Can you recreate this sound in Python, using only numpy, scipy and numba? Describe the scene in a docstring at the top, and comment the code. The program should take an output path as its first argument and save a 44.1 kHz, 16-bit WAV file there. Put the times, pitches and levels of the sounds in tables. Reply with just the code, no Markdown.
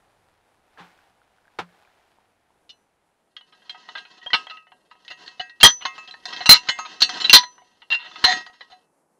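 """Quiet open air throughout; first two dull bumps on soil, with small ticks and cloth rustle.
From 2.7 s a steel slide hammer on a square guide tube, set over a pipe in a field, knocks and scrapes close by:
random contact forces ring the modes of tube and hammer, with clatter of loose parts as filtered noise.
Three slams, at 5.6, 6.5 and 7.3 s, overload the converter, with a low noise burst under each.
Knocks and scraping then thin out until 8.8 s, leaving the air and a low wind, both shaped noise."""
import sys
import numpy as np
from scipy import signal
from scipy.fft import rfft, irfft
from scipy.io import wavfile
from scipy.ndimage import uniform_filter1d
from numba import njit

SR = 44100
rng = np.random.default_rng(int(sys.argv[2]) if len(sys.argv) > 2 else 0)


def wav_out(sig):
    """Save sig, one row per channel (or a flat mono array), as 16-bit PCM at SR to the path in sys.argv[1]."""
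    wavfile.write(sys.argv[1], SR, np.round(np.clip(np.atleast_2d(sig).T, -1, 1) * 32767).astype(np.int16))


N = 405279

# Low wind on the microphone. Each row: time in seconds, level in dB.
WIND_LEVEL = [(0.0, -74), (1.43, -79), (1.64, -77.5), (2.71, -81), (4.1, -93.5), (6.0, -81), (7.63, -84),
              (9.19, -96.5)]
# Wind spectrum. Each row: frequency in Hz, relative density in dB per Hz.
WIND_SPECTRUM = [(15, -8.5), (80, -3.0), (130, -4.5), (300, -41.5)]
# Open air before gain and flutter. Each row: time in seconds, level in dB.
AIR_LEVEL = [(0.0, -72), (1.1, -72.5), (3.4, -73.5), (6.0, -70.5), (9.19, -71.5)]
# Open air spectrum. Each row: frequency in Hz, relative density in dB per Hz.
AIR_SPECTRUM = [(12, -42.5), (20, -40), (80, -9.5), (115, -18), (155, 3), (263, 2), (409, 3.5), (445, 4),
                (865, 1.5), (3550, -24), (10200, -14.5), (12000, -18), (15000, -74.5)]
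# Rustle of cloth. Each row: time in seconds, level in dB.
CLOTH_LEVEL = [(0.0, -66.5), (0.65, -68.5), (0.85, -56.5), (1.18, -67.5), (1.46, -66.5), (1.74, -61),
               (2.1, -65), (2.33, -70), (3.3, -74)]
# Cloth spectrum. Each row: frequency in Hz, relative density in dB per Hz.
CLOTH_SPECTRUM = [(180, -48), (300, -7), (529, -7), (749, 6), (1080, -1.5), (1550, -1.5), (3920, -11),
                  (7850, -23), (12000, -25.5), (13000, -23)]
# Bumps on soil. Each row: start in seconds, crunch level in dB, crunch decay in seconds,
# rise constant in seconds, thud level in dB.
SOIL_BUMPS = [(0.776, -43, 0.18, 0.047, -41.5), (1.587, -23.5, 0.099, 0.0013, -37)]
# Crunch spectrum. Each row: frequency in Hz, relative density in dB per Hz.
SOIL_SPECTRUM = [(47, -84), (80, -10.5), (232, -3), (673, -0.5), (851, 6), (1300, 4), (1910, -2.5),
                 (3700, -10), (13000, -42)]
# Small dry ticks. 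Each row: start in seconds, level in dB, frequency in Hz.
DRY_TICKS = [(0.775, -39, 1690), (0.989, -47.5, 1560), (1.217, -49, 1450), (1.384, -51, 1530),
             (1.454, -50, 1570), (1.48, -46.5, 1640), (1.591, -33, 834), (1.691, -48, 1520),
             (1.745, -62, 802), (1.85, -50, 2370), (1.875, -51, 1620), (1.902, -58, 1680),
             (2.186, -46.5, 885), (2.505, -52, 950)]
# Scraping of the slide. Each row: time in seconds, drive level in dB.
SLIDE_LEVEL = [(3.3, -75), (3.45, -67), (3.87, -52), (4.1, -55), (4.3, -52.5), (4.41, -43.5), (4.69, -74.5),
               (4.94, -68.5), (5.25, -51.5), (5.7, -73), (5.85, -46.5), (6.22, -58), (6.3, -38.5),
               (6.53, -46), (6.72, -49), (7.0, -43.5), (7.24, -34), (7.5, -62.5), (7.89, -66),
               (8.05, -52.5), (8.23, -40), (8.37, -30.5), (8.45, -57.5), (8.73, -64), (8.85, -75)]
# Spectra of the scrape and of its rumble. 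Each row: frequency in Hz, relative gain in dB.
SCRAPE_SPECTRUM = [(100, -18.5), (700, -3.5), (1100, 0), (1900, -4.0), (4800, 0), (7000, -7), (12000, -34.0)]
RUMBLE_SPECTRUM = [(50, -39.5), (160, -4.0), (450, 1.5), (1200, -21), (4000, -47)]
# Modes of the square tube. Each row: frequency in Hz, relative gain in dB, unscaled 60 dB decay in seconds.
TUBE_MODES = [(738, -4, .3), (1077, -11, .3), (1272, -9, .5), (1610, -11, .4), (1815, -8, .12),
              (1900, -4, .5), (1955, -7, .15), (2105, -13, .5), (2627, -12, .65), (2975, -5, .2),
              (3485, -13, .25), (3590, -10, .22), (4045, -12, .25), (4430, -13, .18), (4760, -15, .2),
              (5310, -14, .33), (5685, -19, .2), (6350, -18, .18), (6465, -14, .35), (7160, -17, .25),
              (7680, -20, .33)]
# Modes of the hammer. Each row: frequency in Hz, relative gain in dB, unscaled 60 dB decay in seconds.
HAMMER_MODES = [(985, -17, .85), (1470, -11, .08), (2210, -11, .1), (2530, -15, .14), (2760, -4, .2),
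                (2945, -8, .17), (3195, -4, .1), (3235, -9, .2), (3670, -14, .13), (3960, -6, .16),
                (4108, -6, .21), (4255, -12, .14), (4515, -9, .11), (5120, -16, .12), (5900, -16, .2),
                (6014, -17, .75), (6190, -17, .2), (6787, -14, .17), (8190, -21, .24), (8550, -24, .2),
                (9120, -23, .17)]
# Countless weak modes. Each row: frequency in Hz, relative density in dB per Hz.
CLATTER_SPECTRUM = [(35, -77.5), (60, -57), (524, -14), (738, -4), (1720, -7), (1920, -5.5), (2470, -15),
                    (2710, -13), (4080, -5), (6300, -23), (14000, -99)]
# Steel on steel. Each row: start in seconds, level in dB, bass in dB, treble in dB, favoured low mode in Hz,
# favoured high mode in Hz, tube over hammer in dB, place struck from 0 to 1, contact in seconds.
STEEL_KNOCKS = [(2.693, -39.5, -44, -5, 2945, 4170, -4, 0.58, .01),
                (3.366, -32.5, -19, -16, 1960, 3280, -2.5, 0.37, 0.0024),
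                (3.41, -42.5, -12, -38, 1630, 3015, 1, 0, 0.0013),
                (3.525, -46.5, -8, -40, 1610, 3960, 3, .3, 0.0094),
                (3.62, -53, 0, -44, 1620, 3160, -4, .2, 0.0009),
                (3.695, -27.5, -17, -9.5, 820, 3160, -2.5, 0.11, 0.0033),
                (3.746, -39.5, 13, -19, 1990, 3320, -1.7, .39, 0.0033),
                (3.888, -31.5, -3.5, -18, 1992, 3070, 13.5, .05, 0.0041),
                (3.952, -26.5, -5, -29, 1580, 3370, -1, .39, .004),
                (3.972, -33, -4, -7, 1200, 3370, -8, 0.1, 0.015),
                (4.051, -39.5, -2, -27, 800, 2500, -7.5, 0.1, .004),
                (4.215, -51.5, -23, -35, 1900, 3056, 19, 0.24, 0.029),
                (4.262, -35.5, 6.5, -31, 730, 3230, -11.5, 0.35, 0.0024),
                (4.304, -34, 6, -7, 1970, 3200, 6, .08, .001),
                (4.332, -11, -7, -15, 1450, 2210, -2, 0.28, 0.013),
                (4.469, -29, -5, -56, 2020, 3260, 7, 0.17, .001),
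                (4.498, -33.5, -4.5, -14, 1249, 2760, 2, .3, 0.011),
                (4.57, -38.5, -10, -24, 2000, 2770, 8, 1, .001),
                (4.669, -48.5, 3, -39, 1815, 3040, 3, .2, .001),
                (4.719, -43.5, 8, -17, 680, 3110, -1.5, .38, .001),
                (4.912, -41, 5.5, -16, 1246, 3330, -9, .3, 0.0012),
                (4.953, -48.5, 13.5, -38, 705, 3110, 6, .3, 0.0011),
                (5.049, -46, -9.5, 2, 1900, 2950, -0.5, 1, .001),
                (5.08, -31, -20.5, -13, 1710, 2700, 9.5, .57, 0.00072),
                (5.103, -36, -6.5, -6, 1970, 2760, 5, .37, 0.015),
                (5.262, -41, -10.5, 3, 1820, 4460, 7.5, .4, 0.00093),
                (5.278, -33.5, -23.5, -10, 1930, 4260, 5, 0, 0.0016),
                (5.396, -29, -14, -14.5, 738, 2886, 22, 0.37, 0.014),
                (5.496, -40, -7, -5, 1905, 2720, -3.5, .23, 0.0014),
                (5.602, -26.5, -4.5, -7, 1220, 4460, 3.5, .36, 0.0055),
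                (5.61, -20, -29, -1, 1280, 2760, -10, 0.74, .003),
                (5.631, 7.5, -4.5, 3, 1816, 3193, -3, 0.25, 0.0083),
                (5.809, -36.5, -3.5, -43, 1360, 3430, -3, .3, 0.008),
                (5.822, -31, -1, -17.5, 1260, 2850, -25, 1, 0.00084),
                (5.852, -16, -8, -14.5, 1047, 6200, 14, 0.31, 0.0049),
                (5.98, -32.5, 11.5, 2, 1108, 2630, 0, .3, 0.003),
                (6.076, -34.5, -27.5, -15.5, 1584, 3245, 3, 0.7, .001),
                (6.11, -37, -30, -6.5, 1250, 4110, 23, 0.4, 0.0007),
                (6.14, -35.5, 3.5, -12, 1805, 4390, 9.5, .3, 0.0014),
                (6.255, -25, -5, 5.5, 1760, 3673, 14, .39, .001),
                (6.326, -25, -11, -12, 1871, 5340, -1.5, .87, 0.0091),
                (6.364, -24, -23.5, -14.5, 740, 3170, 10, .51, .001),
                (6.406, -26.5, -6, -21, 738, 4100, 4, 0.56, 0.012),
                (6.458, -14, -4, 7, 1268, 2700, -7, .39, 0.0017),
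                (6.492, 8.5, -9, 4, 2210, 4080, -3.5, .29, 0.013),
                (6.562, -22.5, -20, -0.5, 1100, 2680, -13.5, 0.84, 0.0052),
                (6.671, -34, -7, -4, 1270, 4010, -2, .35, .008),
                (6.687, -14.5, -7.5, -2.5, 2010, 6633, 8.5, 0.1, 0.0038),
                (6.788, -26, 11, -3, 1365, 6594, 8.5, .3, 0.0015),
                (6.851, -32, -0.5, -15.5, 1270, 3070, -12, 0.99, 0.014),
                (7.005, -24, -11, 8, 1270, 3190, -3, 0.07, 0.0066),
                (7.019, -3, -24.5, -2.5, 738, 4440, 5.5, 0.39, 0.00086),
                (7.092, -19.5, -10.5, 0, 738, 3270, -2, .9, .001),
                (7.142, -25.5, -21, -4, 735, 3200, 2.5, 0.4, .001),
                (7.202, -21.5, -18, -1, 1245, 4046, 13, .47, 0.015),
                (7.243, -20, -15.5, -15, 759, 4000, -15, 0, 0.0079),
                (7.296, -8, -15.5, -2, 1996, 2756, -15, .45, .001),
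                (7.330, 9, -19, -6.5, 985, 5843, -12, 0.22, 0.014),
                (7.432, -27.5, -2, -12, 2026, 4060, -5, 0.33, .006),
                (7.58, -44, 9, -28.5, 973, 2900, -0.5, 0.32, 0.0016),
                (7.619, -49.5, 14, -33, 755, 2990, -10, 0.33, 0.0012),
                (7.819, -39.5, -6, -40, 1263, 2873, -5, .87, 0.004),
                (7.903, -26.5, -10, -12.5, 1845, 2760, -6, 0.49, 0.047),
                (7.923, -16.5, -22, -34, 1826, 2560, 1, 0.33, .001),
                (7.988, -41, -8, -27, 1935, 3620, -9.5, 0.47, 0.092),
                (8.114, -37.5, 0.5, -11.5, 1307, 3480, 4, 0.35, 0.0007),
                (8.158, -29, -3, -14, 1210, 2780, 12.5, 0.52, 0.0019),
                (8.241, -7.5, -7, -6, 1978, 4201, -3, 0, 0.0064),
                (8.261, -20.5, -9, -2.5, 738, 1852, 4, .24, 0.066),
                (8.464, -32.5, 3.5, -3, 1968, 4780, -1.5, .73, .001),
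                (8.498, -44.5, 6, -30, 738, 3740, -1, 0.48, 0.00085),
                (8.542, -51.5, 1, -31, 1967, 3680, 5.5, 0.12, 0.00097),
                (8.608, -36.5, -2, -14, 1965, 3060, 1, 0.16, 0.0067),
                (8.70, -49.5, -3, -7, 743, 3990, 6.5, 0.5, 0.032),
                (8.719, -46, -12, -30, 732, 2936, 8, .63, .001)]
# Low burst of the overload. Each row: frequency in Hz, relative density in dB per Hz.
OVERLOAD_SPECTRUM = [(20, 4.0), (45, -2.5), (90, -15.0), (250, 1.0), (600, -15.0), (2000, -69)]

PATCHY_DB = 4  # spread of the rubbing from patch to patch, before smoothing
RATTLE_PER_S, RATTLE_DB = 19, -4  # mean rate and level of loose ticks under the slide's level curve
RUMBLE_DB = -17
ROUGH_DB = 3.0  # rebound trim, above -20 dB
CLATTER_S, CLATTER_PER_CONTACT, CLATTER_PER_DB = 0.066, 0.19, 0.4  # rebounds last longer after long or hard contact
LOW_DB, LOW_PER_BASS = 1.5, .4  # low middle leans with the bass
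RING_DB, SLAM_DB, DAMP_PER_DB = -4, 4.5, 1.76  # decay times in dB; blows over SLAM_DB press the parts still
HISS_DB, CROWD_DB = -17, 9  # noise and weak modes under the ring
BURST_S = .18  # 60 dB decay
TOP_HZ = 15600


def undb(db):
    """Amplitude ratio of a level in dB."""
    return 10 ** (np.asarray(db, float) / 20)


def seconds(length_s):
    """Sample times from zero."""
    return np.arange(int(length_s * SR)) / SR


def decay(t, t60_s):
    """Exponential fall of 60 dB in t60_s."""
    return undb(-60 * t / t60_s)


def log_interp(hz, table):
    """Read a (Hz, dB) table along log frequency."""
    table_hz, table_db = np.array(table).T
    return np.interp(np.log(hz), np.log(table_hz), table_db)


def colour(x, *tables, size=2048):
    """Causal minimum-phase filter from summed (Hz, dB) tables; white noise of rms 1 keeps rms 1."""
    grid_hz = np.linspace(1, SR / 2, size // 2 + 1)
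    db = sum(log_interp(grid_hz, table) for table in tables)
    cepstrum = irfft(db * np.log(10) / 20)
    # fold to positive time
    cepstrum[1:size // 2] *= 2
    cepstrum[size // 2 + 1:] = 0
    taps = irfft(np.exp(rfft(cepstrum)))
    taps = taps / np.sqrt(np.sum(taps ** 2))
    return signal.fftconvolve(x, taps)[:len(x)]


def curve(table, quiet_db=-120):
    """Interpolate a (s, dB) table over the scene; quiet_db outside it."""
    table_s, table_db = np.array(table).T
    return np.interp(np.arange(N) / SR, table_s, table_db, quiet_db, quiet_db)


def add(out, x, start_s):
    """Mix x into out at start_s, cut at the end."""
    i = int(start_s * SR)
    out[i:i + len(x)] += x[:len(out) - i]


def patches(length):
    """Normal random values, each held for length samples."""
    return np.repeat(rng.standard_normal(N // length + 1), length)[:N]


def grit(n, rate_per_s, spread_db):
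    """Random contacts, mostly small, now and then large; rms 1."""
    hits = rng.random(n) < rate_per_s / SR
    sizes = undb(spread_db * rng.exponential(size=n))
    x = hits * sizes * rng.choice([-1, 1], n)
    return x / np.sqrt(np.mean(x ** 2))


@njit
def ring(force, hz, gain, t60_s):
    """Decaying modes driven by force, each run until it has died away."""
    y = np.zeros(len(force))
    last = np.nonzero(np.abs(force) > 1e-4 * np.abs(force).max())[0][-1]
    for f, g, t in zip(hz, gain, t60_s):
        pole = np.exp(2j * np.pi * f / SR - np.log(1000) / (t * SR))
        z = 0j
        for i in range(min(len(force), last + int(1.2 * t * SR))):
            z = z * pole + force[i] + 1e-18
            y[i] += g * z.imag
    return y


def low_wind():
    """Low turbulence on the microphone: noise mostly under 130 Hz."""
    noise = colour(rng.standard_normal(N), WIND_SPECTRUM, size=16384)
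    return noise * undb(curve(WIND_LEVEL))


def open_air():
    """Soft hiss: shaped noise with a gently wavering level."""
    flutter_db = 12 * uniform_filter1d(uniform_filter1d(patches(100), 3000), 3000)
    level_db = curve(AIR_LEVEL) + 2.5 + flutter_db
    return colour(rng.standard_normal(N), AIR_SPECTRUM, size=16384) * undb(level_db)


def cloth_rustle():
    """Many small random contacts of fibres, filtered."""
    return colour(grit(N, 8700, 2.7), CLOTH_SPECTRUM) * undb(curve(CLOTH_LEVEL))


def soil_bumps():
    """Grains crunch as filtered contacts; a decaying 175 Hz thud follows."""
    out = np.zeros(N)
    t = seconds(.3)
    for start_s, level_db, crunch_s, rise_s, thud_db in SOIL_BUMPS:
        shape = (1 - np.exp(-t / rise_s)) * decay(t, crunch_s)
        crunch = colour(shape / shape.max() * grit(len(t), 9100, 0.75), SOIL_SPECTRUM)
        thud = np.sin(2 * np.pi * 175 * t) * (1 - np.exp(-t / 0.014)) * decay(t, 0.23)
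        add(out, undb(level_db) * crunch, start_s)
        add(out, undb(thud_db) * thud, start_s + 0.0213)
    return out


def dry_ticks():
    """Each tick is one short decaying sine."""
    out = np.zeros(N)
    t = seconds(.3)
    for start_s, level_db, hz in DRY_TICKS:
        add(out, undb(level_db) * np.sin(2 * np.pi * hz * t) * decay(t, 0.017), start_s)
    return out


def crowd(t60_s=0.069, count=140):
    """Impulse response of the many weak modes of welded steel, scattered at random; unit energy."""
    t = seconds(.2)
    place, phase, hold = rng.random((count, 3)).T[:, :, None]
    modes = np.sin(2 * np.pi * ((250 + 9500 * place) * t + phase))
    response = np.sum(modes * decay(t, t60_s * (0.7 + 0.43 * hold)), axis=0)
    return response / np.sqrt(np.sum(response ** 2))


def slide_scrape(weak_modes):
    """Patchy stick-slip rubbing and loose ticks keep both parts humming over a rasp and a handling rumble."""
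    patch_db = PATCHY_DB * uniform_filter1d(patches(800), 250)
    rubbing = grit(N, 2300, 0.64) * undb(patch_db)
    rattle = undb(RATTLE_DB) * grit(N, RATTLE_PER_S, 0.78)
    force = (rubbing + rattle) * undb(curve(SLIDE_LEVEL))
    hz, db, t60_s = np.transpose(TUBE_MODES + HAMMER_MODES)
    hum = ring(force, hz, undb(db - 38.5), .5 * t60_s)
    rasp = colour(signal.fftconvolve(force, weak_modes)[:N] + 0.13 * force, CLATTER_SPECTRUM)
    scrape = colour(hum + undb(-17.5) * rasp, SCRAPE_SPECTRUM)
    rumble = colour(force, RUMBLE_SPECTRUM, size=4096)
    return scrape + undb(RUMBLE_DB) * rumble


def overload_burst():
    """Slams that overload the converter add a burst of low noise; below 0 dB it falls 3 dB per dB of blow."""
    envelope = np.zeros(N)
    t = seconds(.2)
    for start_s, level_db, *_ in STEEL_KNOCKS:
        add(envelope, undb(3 * min(level_db, 0) - 29.5) * decay(t, BURST_S), start_s)
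    return colour(envelope * rng.standard_normal(N), OVERLOAD_SPECTRUM, size=8192)


def knock(weak_modes, level_db, bass_db, treble_db, low_hz, high_hz, tube_db, place, contact_s):
    """One blow and its rebounds ring both parts over a burst of clatter; peak near 1."""
    t = seconds(.3)
    clatter_s = CLATTER_S * undb(CLATTER_PER_DB * level_db) + CLATTER_PER_CONTACT * contact_s
    clatter_s = max(clatter_s, .005)
    fade = (1 - np.exp(-t / 0.00034)) * decay(np.maximum(t - contact_s, 0), clatter_s)
    # first tap, then a shower of rebounds
    force = undb(ROUGH_DB - 20) * fade * grit(len(t), 2500, 2.47)
    force[0] = 0.98

    hz, db, t60_s = np.transpose(TUBE_MODES + HAMMER_MODES)
    is_tube = np.arange(len(hz)) < len(TUBE_MODES)
    # where the hammer takes most of the blow it also clamps the tube and stills it
    clamp_db = 0.87 * is_tube * min(tube_db, 0)
    press_db = DAMP_PER_DB * max(level_db - SLAM_DB, 0)
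    t60_s = t60_s * undb(RING_DB - press_db + clamp_db)

    tilt = [(60, bass_db - 25), (150, bass_db - 9), (900, bass_db), (1950, LOW_DB + LOW_PER_BASS * bass_db),
            (3300, 0.0079), (6500, treble_db), (11000, treble_db - 11.5)]
    db = db + np.where(is_tube, tube_db, -tube_db) / 2 + log_interp(hz, tilt)
    # bending waves shorten with the root of frequency, so the place struck favours some modes, two above all
    shape = 0.02 + np.cos(2 * np.pi * place * np.sqrt(hz / 100)) ** 2
    favoured = sum(np.exp(-(np.log(hz / f) / 0.024) ** 2) for f in (low_hz, high_hz))
    gain = undb(db - 15.0) * (shape + 4.62 * favoured) * rng.choice([-1, 1], len(hz))
    out = ring(np.pad(force, (0, 2 * len(t))), hz, gain, t60_s)

    hiss = (undb(HISS_DB) * fade + undb(-3.5) * decay(t, 0.0083)) * rng.standard_normal(len(t))
    rattle = undb(CROWD_DB) * signal.fftconvolve(force, weak_modes)[:len(t)]
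    add(out, colour(hiss + rattle, CLATTER_SPECTRUM, tilt), 0)
    return out


def knocks(weak_modes):
    """All knocks and slams of steel on steel, each at its level."""
    out = np.zeros(N)
    for start_s, level_db, *how in STEEL_KNOCKS:
        add(out, undb(level_db) * knock(weak_modes, level_db, *how), start_s)
    return out


def scene():
    """Sum of all sources; slide and knocks share the weak modes."""
    weak_modes = crowd()
    background = low_wind() + open_air() + cloth_rustle() + soil_bumps() + dry_ticks()
    steel = slide_scrape(weak_modes) + overload_burst() + knocks(weak_modes)
    return (background + steel)[None]


def record(dry):
    """The converter clips the slams flat; the top is softened, then cut."""
    flat = np.clip(dry, -.9, .92)
    soft = signal.sosfilt(signal.butter(2, 13000, fs=SR, output="sos"), flat)
    cut = signal.sosfilt(signal.ellip(8, .2, 50, TOP_HZ, fs=SR, output="sos"), soft)
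    return np.clip(cut, -1, 1)


dry = scene()
out = record(dry)
wav_out(out)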